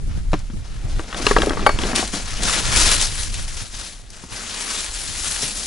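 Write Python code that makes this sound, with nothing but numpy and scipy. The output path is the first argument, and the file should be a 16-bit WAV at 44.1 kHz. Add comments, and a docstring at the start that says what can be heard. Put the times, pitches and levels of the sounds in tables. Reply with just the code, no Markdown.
"""A thin sheet rustles and snaps as an angler on a frozen lake drags a sack, then pulls open a plastic
bag in a tackle box and pushes a fish in: clumps of random creases over a sliding hiss, plus single cracks.
The plastic box clatters with its lid and buckle: decaying modes in thud, clack and tick layers.
Padded bumps and scrapes are modes and coloured grains; wind on two body-worn ports is coloured noise."""
import sys
import numpy as np
from scipy import signal
from scipy.fft import rfft, irfft
from scipy.io import wavfile

SR = 44100
rng = np.random.default_rng(int(sys.argv[2]) if len(sys.argv) > 2 else 0)


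def dump(signal):
    """Clip the signal to [-1, 1] and save it as 16-bit WAV at the path in sys.argv[1]."""
    limited = np.clip(np.atleast_2d(signal).T, -1, 1)
    pcm = np.round(limited * 32767).astype(np.int16)
    wavfile.write(sys.argv[1], SR, pcm)


N = 249991

# moves of a hand that crumple sack or bag: start_s, length_s, hiss level_db, crispness_db
CRUMPLE_MOVES = [(0.073, .11, -52.5, -12.5), (0.313, 0.032, -45, -8), (0.56, .31, -50.5, -5.5),
                 (0.865, 0.15, -44.5, -1.5), (1.048, 0.16, -42, -5), (1.147, 0.1, -33.5, -1.5),
                 (1.244, 0.07, -28, -2), (1.339, 0.11, -33.5, -2), (1.466, 0.37, -39, -4.5),
                 (1.775, 0.13, -32, -4), (1.947, 0.03, -22, 1.5), (2.114, 0.061, -31, 0.5),
                 (2.212, 0.22, -34.5, -0.5), (2.405, 0.17, -22.5, 1), (2.616, 0.19, -25.5, -2),
                 (2.702, .22, -18, 3), (2.995, 0.032, -23.5, 3.5), (3.117, 0.12, -30.5, 4),
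                 (3.299, 0.13, -33.5, 3), (3.467, 0.082, -38, 3), (3.56, 0.05, -34, 3.5),
                 (3.697, .18, -36, 2.5), (4.08, 0.16, -45.5, -0.5), (4.28, 0.16, -34.5, 0.5),
                 (4.448, 0.094, -34, 0.5), (4.526, .32, -29, 2.5), (4.877, 0.32, -31.5, 5),
                 (5.151, 0.33, -27.5, 5.5), (5.519, 0.17, -31, 6)]
# spectrum of the rustling film: frequency_hz, relative density_db
BAG_COLOUR = [(150, -0.5), (300, -4.5), (600, -6), (1000, -4), (1450, -2), (2200, -3.5), (4300, -1.5),
              (7600, -2.5), (8800, -4.5), (10200, -0.5), (11200, -5), (13000, -3)]
# single stiff creases that snap: start_s, relative level_db
CREASE_SNAPS = [(0.391, -25.5), (1.4604, -11.5), (1.9599, -2.5), (2.076, -14), (2.2573, -19),
                (2.308, -13.5), (2.4335, -3), (2.5426, -18), (2.76, -5), (2.844, -13), (2.984, -17),
                (3.013, -5), (3.233, -8.5), (3.342, -11), (4.103, -23)]
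# knocks on the box: start_s, thud pitch_hz, then relative thud_db, clack_db, tick_db
BOX_KNOCKS = [(0.5, 232, -26.5, -34, -38), (0.535, 234, -26.5, -41.5, -53), (.994, 445, -19.5, -18, -22.5),
              (1.127, 400, -43, -18.5, -19.5), (1.145, 403, -31, -17.5, -19), (1.198, 460, -22.5, -24, -34),
              (1.267, 398, -6, -5.5, 4), (1.311, 389, -6.5, -4.5, -19), (1.3641, 442, -6.5, -1.5, -16),
              (1.385, 442, -7.5, -16, -9.5), (1.404, 433, -16, -18, -20), (1.419, 410, -26, -9.5, -7.5),
              (1.432, 557, -12.5, -12.5, -35), (1.469, 417, -8.5, -20, -34), (1.495, 392, -25, -19, -8),
              (1.506, 312, -12, -14.5, -28), (1.519, 323, -21, -21, -24), (1.533, 616, -30, -21, -24),
              (1.571, 380, -21.5, -13.5, -29), (1.593, 280, -20, -17.5, -24), (1.627, 400, -18, -25, -24),
              (1.664, 562, -5, 4.5, -6.5), (1.692, 574, -7.5, -6, -11), (1.788, 314, -17, -15.5, -12),
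              (1.836, 386, -15, -20, -12), (1.852, 390, -16, -34, -28), (1.931, 237, -17, -17, -26),
              (1.992, 290, -16, -24, -21), (2.027, 722, -11.5, -19, -15), (2.14, 286, -18.5, -23.5, -25)]
# struck panel, pitched by the spot: multiple of thud pitch (ratio), t60_s, relative level_db
THUD_MODES = [(.72, 0.074, -4.5), (1, 0.059, 0.5), (1.1, 0.027, -1), (1.42, 0.038, -6.5)]
# stiffer box walls and rim: frequency_hz, t60_s, relative level_db
CLACK_MODES = [(818, 0.058, -8.5), (958, 0.028, -6.5), (1128, 0.043, 0), (1295, 0.042, -2.5),
               (1606, 0.042, -2.5), (1885, 0.018, -1)]
# stiffest, brightest modes of the box: frequency_hz, t60_s, relative level_db
TICK_MODES = [(2780, 0.018, -1.5), (2910, 0.011, 4.5), (3210, 0.024, -1), (3760, 0.01, 2.5),
              (5200, 0.024, -9)]
# rings of the strap buckle: start_s, level_db
BUCKLE_CLINKS = [(1.668, -13), (1.692, -24)]
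# metal buckle: frequency_hz, t60_s, relative level_db
BUCKLE_MODES = [(2250, 0.28, -7.5), (4413, 0.28, -8.5), (4540, 0.12, -4.5), (6860, 0.04, -7),
                (9900, 0.026, -2)]
# dull bumps of hands and gear: start_s, pitch_hz, level_db, scuff against body_db
HAND_BUMPS = [(.332, 162.5, -8, -4), (0.3393, 296, -7, -6), (2.405, 213, -21, -14), (4.238, 258, -24, -16),
              (5.432, 133, -17.5, -17)]
# padded body of a bump: multiple of bump pitch (ratio), t60_s, relative level_db
BUMP_MODES = [(.74, 0.06, -3.5), (1, 0.072, -0.5), (1.35, 0.045, -4), (1.95, 0.066, -10.5), (3.4, 0.012, 5)]
# gear and sleeves scraping over the box: start_s, length_s, level_db
SCRAPE_MOVES = [(0.783, 0.34, -42), (1.112, 0.17, -34), (1.33, 0.2, -28.5), (1.592, 0.12, -30.5),
                (1.784, 0.21, -29), (2.129, 0.033, -32.5), (2.353, 0.21, -35), (4.274, 0.24, -50),
                (5.36, 0.25, -45.5)]
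# spectrum of scraping: frequency_hz, relative density_db
SCRAPE_COLOUR = [(110, -26), (190, 2), (380, -6), (520, -8), (750, -7), (1000, -17.5), (2400, -17.5),
                 (3500, -47)]
# wind strength: time_s, relative level_db, straight lines in between
WIND_STRENGTH = [(0.0, -24), (0.08, -20.5), (0.4, -25), (0.68, -29), (0.95, -22), (1.1, -38.5),
                 (1.35, -23.5), (1.8, -24), (2.02, -30.5), (2.5, -25), (2.9, -24.5), (3.58, -30),
                 (3.75, -38), (4.05, -41), (4.6, -42.5), (5.15, -35), (5.67, -40.5)]
# spectrum of the big eddies: frequency_hz, relative density_db
RUMBLE_COLOUR = [(10, -10), (22, 2.5), (40, -1.5), (65, -7.5), (100, -18.5), (200, -63.5)]
# spectrum of the small eddies: frequency_hz, relative density_db
FLUTTER_COLOUR = [(40, -8.5), (75, 1), (115, 3), (160, -4.5), (230, -12.5), (400, -21.5), (1000, -41)]
# stereo image of the near sounds: frequency_hz, left phase lead_rad, left minus right level_db
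PORT_BALANCE = [(150, 0.019, -1), (500, -0.47, 3.5), (1100, -0.8, 4.5), (2200, -0.66, 4.5),
                (4500, -0.22, 2.5), (7800, 0.67, 5), (10500, 0.61, 4)]

TIME = np.arange(N) / SR
FREQS = np.maximum(np.arange(N // 2 + 1) * SR / N, 1)
HIT_TIME = np.arange(SR // 3) / SR
TOP_HZ = 11100  # upper limit of the whole sound
SPEED_UP_SHARE = 0.3  # a hand gathers speed over this share of its move
CRUMPLE_SETTLE_S, CRUMPLE_REST_DB = 0.072, -54  # film relaxes (time constant); faint stirring in between
CREASE_DB_PER_DB = 0.81  # dB gained in tight creases for each dB lost in broad folds
SCRAPE_SETTLE_S, SCRAPE_REST_DB = 0.054, -54  # scrape dies away (time constant); faint rub in between
FLUTTER_DB_PER_DB, WIND_USUAL_DB = 0.97, -28  # small eddies grow with wind, counted from its usual level


def crumpling():
    """Gain and crispness (dB) of the sheet; overlapping moves add in power."""
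    power, crisp_sum = undb(CRUMPLE_REST_DB) ** 2, 0
    for s, length, db, crisp_db in CRUMPLE_MOVES:
        share = (undb(db) * move(s, length, CRUMPLE_SETTLE_S)) ** 2
        power = power + share
        crisp_sum = crisp_sum + crisp_db * share
    return np.sqrt(power), crisp_sum / power


def bag(rate=7000, spread_db=4.0, crack_rate=110, crack_db=-11, clump_db=1.28, patchy_db=1.5,
        slide_db=-1, width=0.34, body_db=-4.5, fine_db=-6.0, hiss_db=-1):
    """Creases buckle in clumps, each with its own colour, over the hiss of film sliding on film."""
    effort, crisp = crumpling()
    # a haze of tiny creases, and a few stiff ones that tick on their own
    haze = unit(buckles(rate, spread_db))
    ticks = unit(buckles(crack_rate, spread_db=2.0))
    clicks = haze + undb(crack_db) * ticks
    edges = np.geomspace(180, 13000, num=13)
    film = 0
    for lo, hi in zip(edges, edges[1:]):
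        # every crease lies elsewhere on the sheet: its own mid and side weight
        creases = clicks * rng.standard_normal((2, N))
        slide = undb(slide_db) * rng.standard_normal((2, N))
        film = film + band(creases + slide, lo, hi) * undb(patchy_db * walk(35))
    film = colour(film, BAG_COLOUR) * undb(clump_db * walk(110))
    # broad folds sound low, tight creases high
    spectrum = rfft(film)
    low = irfft(spectrum / (1 + (FREQS / 2500) ** 4), N)
    high = irfft(spectrum / (1 + (7600 / FREQS) ** 8), N)
    hiss = undb(hiss_db) * unit(film - low - high)
    folds = undb(body_db - crisp) * unit(low)
    tight = undb(fine_db + CREASE_DB_PER_DB * crisp) * unit(high)
    mid, side = effort * (hiss + folds + tight)
    return mid + width * np.array([side, -side])


def snaps(gain_db=-3):
    """Single stiff creases flip over, each a short bright noise crack."""
    out = np.zeros(N)
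    for s, db in CREASE_SNAPS:
        add(out, s, undb(db + gain_db) * burst(2260, 10700, t60=0.023))
    return out


def box(contact_s=0.00026, chatter_s=0.00299, chatter_db=-5, crack_db=-9,
        thud_gain_db=0, clack_gain_db=-1.0, tick_gain_db=-1):
    """Lid and fittings strike the hollow plastic box; each knock has its own levels of thud, clack and tick."""
    out = np.zeros(N)
    for s, thud_hz, thud_db, clack_db, tick_db in BOX_KNOCKS:
        panel = [(thud_hz * ratio, t60, db) for ratio, t60, db in THUD_MODES]
        thud = ring(panel, detune=0.025, scatter_db=4.5)
        clack = ring(CLACK_MODES, detune=0.029, scatter_db=2.5)
        # the loose part chatters against the wall just after the blow
        add(clack, chatter_s, undb(chatter_db) * burst(420, 1420, t60=0.035))
        tick = ring(TICK_MODES, detune=0.054, scatter_db=1.0)
        tick = tick + undb(crack_db) * burst(3800, 9400, t60=0.016)
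        blow = undb(thud_db + thud_gain_db) * thud
        blow = blow + undb(clack_db + clack_gain_db) * clack
        blow = blow + undb(tick_db + tick_gain_db) * tick
        add(out, s, blow * (1 - np.exp(-HIT_TIME / contact_s)))
    for s, db in BUCKLE_CLINKS:
        add(out, s, undb(db) * ring(BUCKLE_MODES, detune=0, scatter_db=2.5))
    return out


def handling(scrape_db=0, press_s=0.00036):
    """Padded bumps with a scuff of cloth, and gear that sticks and slips over the box."""
    rub = undb(SCRAPE_REST_DB)
    for s, length, db in SCRAPE_MOVES:
        rub = rub + undb(db + scrape_db) * move(s, length, SCRAPE_SETTLE_S)
    grains = buckles(1500, spread_db=4.5) * rng.standard_normal(N)
    out = rub * colour(grains, SCRAPE_COLOUR)
    for s, hz, db, scuff_db in HAND_BUMPS:
        padded = [(hz * ratio, t60, mode_db) for ratio, t60, mode_db in BUMP_MODES]
        body = ring(padded, detune=0.047, scatter_db=1.5) * (1 - np.exp(-HIT_TIME / press_s))
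        scuff = burst(440, 1620, t60=0.042) + undb(-6.0) * burst(1400, 5300, t60=0.013)
        add(out, s, undb(db) * (body + undb(scuff_db) * scuff))
    return out


def wind(rumble_width=0.21, flutter_width=1.38, gust_db=2, eddy_db=5.5, rumble_db=1.0, flutter_db=-38):
    """Big eddies press on both ports nearly alike; small ones come in lumps that differ between ports."""
    strength = np.interp(TIME, *np.transpose(WIND_STRENGTH))
    rumble = colour(rng.standard_normal((2, N)), RUMBLE_COLOUR)
    big = unit(rumble * undb(gust_db * walk(14))) * undb(strength + rumble_db)
    lumps = rng.standard_normal((2, N)) * undb(eddy_db * walk(40))
    small_db = flutter_db + FLUTTER_DB_PER_DB * (strength - WIND_USUAL_DB)
    small = colour(lumps, FLUTTER_COLOUR) * undb(small_db)
    side = rumble_width * big[1] + flutter_width * small[1]
    return big[0] + small[0] + np.array([side, -side])


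def move(s, length, settle_s):
    """One move of a hand: it gathers speed, keeps on, stops and the material settles."""
    speed_up = np.clip((TIME - s) / (SPEED_UP_SHARE * length), 0, 1)
    return speed_up * np.exp(-np.maximum(TIME - s - length, 0) / settle_s)


def buckles(rate, spread_db):
    """Random tiny impacts, rate a second, a few much bigger than the rest."""
    happens = rng.random(N) < rate / SR
    return happens * undb(spread_db * np.minimum(rng.standard_normal(N), 2.6))


def ring(modes, detune, scatter_db):
    """Modes after one blow, peak 1; each spot of contact weights them anew."""
    y = np.zeros(len(HIT_TIME))
    for hz, t60, db in modes:
        gain = undb(db + scatter_db * rng.standard_normal()) * rng.choice([-1, 1])
        mode_hz = hz * (1 + detune * rng.standard_normal())
        y += gain * fade(t60) * np.sin(2 * np.pi * mode_hz * HIT_TIME)
    return y / np.abs(y).max()


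def burst(lo_hz, hi_hz, t60):
    """A short crack of band-passed noise, peak 1."""
    y = band(rng.standard_normal(len(HIT_TIME)) * fade(t60), lo_hz, hi_hz)
    return y / np.abs(y).max()


def fade(t60):
    """Free decay after a blow, down 60 dB at t60 seconds."""
    return np.exp(-np.log(1000) * HIT_TIME / t60)


def walk(rate):
    """Random drift: straight lines between normal draws, rate a second."""
    return np.interp(TIME * rate, np.arange(N), rng.standard_normal(N))


def band(x, lo_hz, hi_hz):
    """Causal band-pass."""
    edges = [lo_hz, min(hi_hz, SR / 2 - 1)]
    return signal.sosfilt(signal.butter(2, edges, "band", fs=SR, output="sos"), x)


def colour(x, spectrum):
    """Filter x by a spectrum table, at rms 1."""
    return unit(irfft(rfft(x) * undb(over_hz(spectrum)[0]), N))


def over_hz(table):
    """The columns of a frequency table, one value a bin."""
    hz, *columns = np.transpose(table)
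    return [np.interp(np.log(FREQS), np.log(hz), c) for c in columns]


def unit(x):
    """Scale to rms 1."""
    return x / np.sqrt(np.mean(x ** 2))


def undb(db):
    """Decibels to gain."""
    return 10 ** (np.asarray(db) / 20)


def add(out, s, sound):
    """Mix a sound in at time s (seconds)."""
    part = out[max(int(s * SR), 0):][:len(sound)]
    part += sound[:len(part)]


def scene():
    """Near sounds reach the two ports with differing phase and level; the wind acts on the ports directly."""
    near = rfft(bag() + snaps() + box() + handling())
    lead, tilt_db = over_hz(PORT_BALANCE)
    left = undb(tilt_db / 2) * np.exp(1j * lead / 2)
    return irfft(near * np.array([left, 1 / left]), N) + wind()


def record(dry):
    """Peaks beyond full scale overload the input and clip; the top is cut steeply."""
    clipped = np.clip(dry, -1, 1)
    return signal.sosfilt(signal.ellip(12, 0.2, 70, TOP_HZ, fs=SR, output="sos"), clipped)


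dry = scene()
out = record(dry)
dump(out)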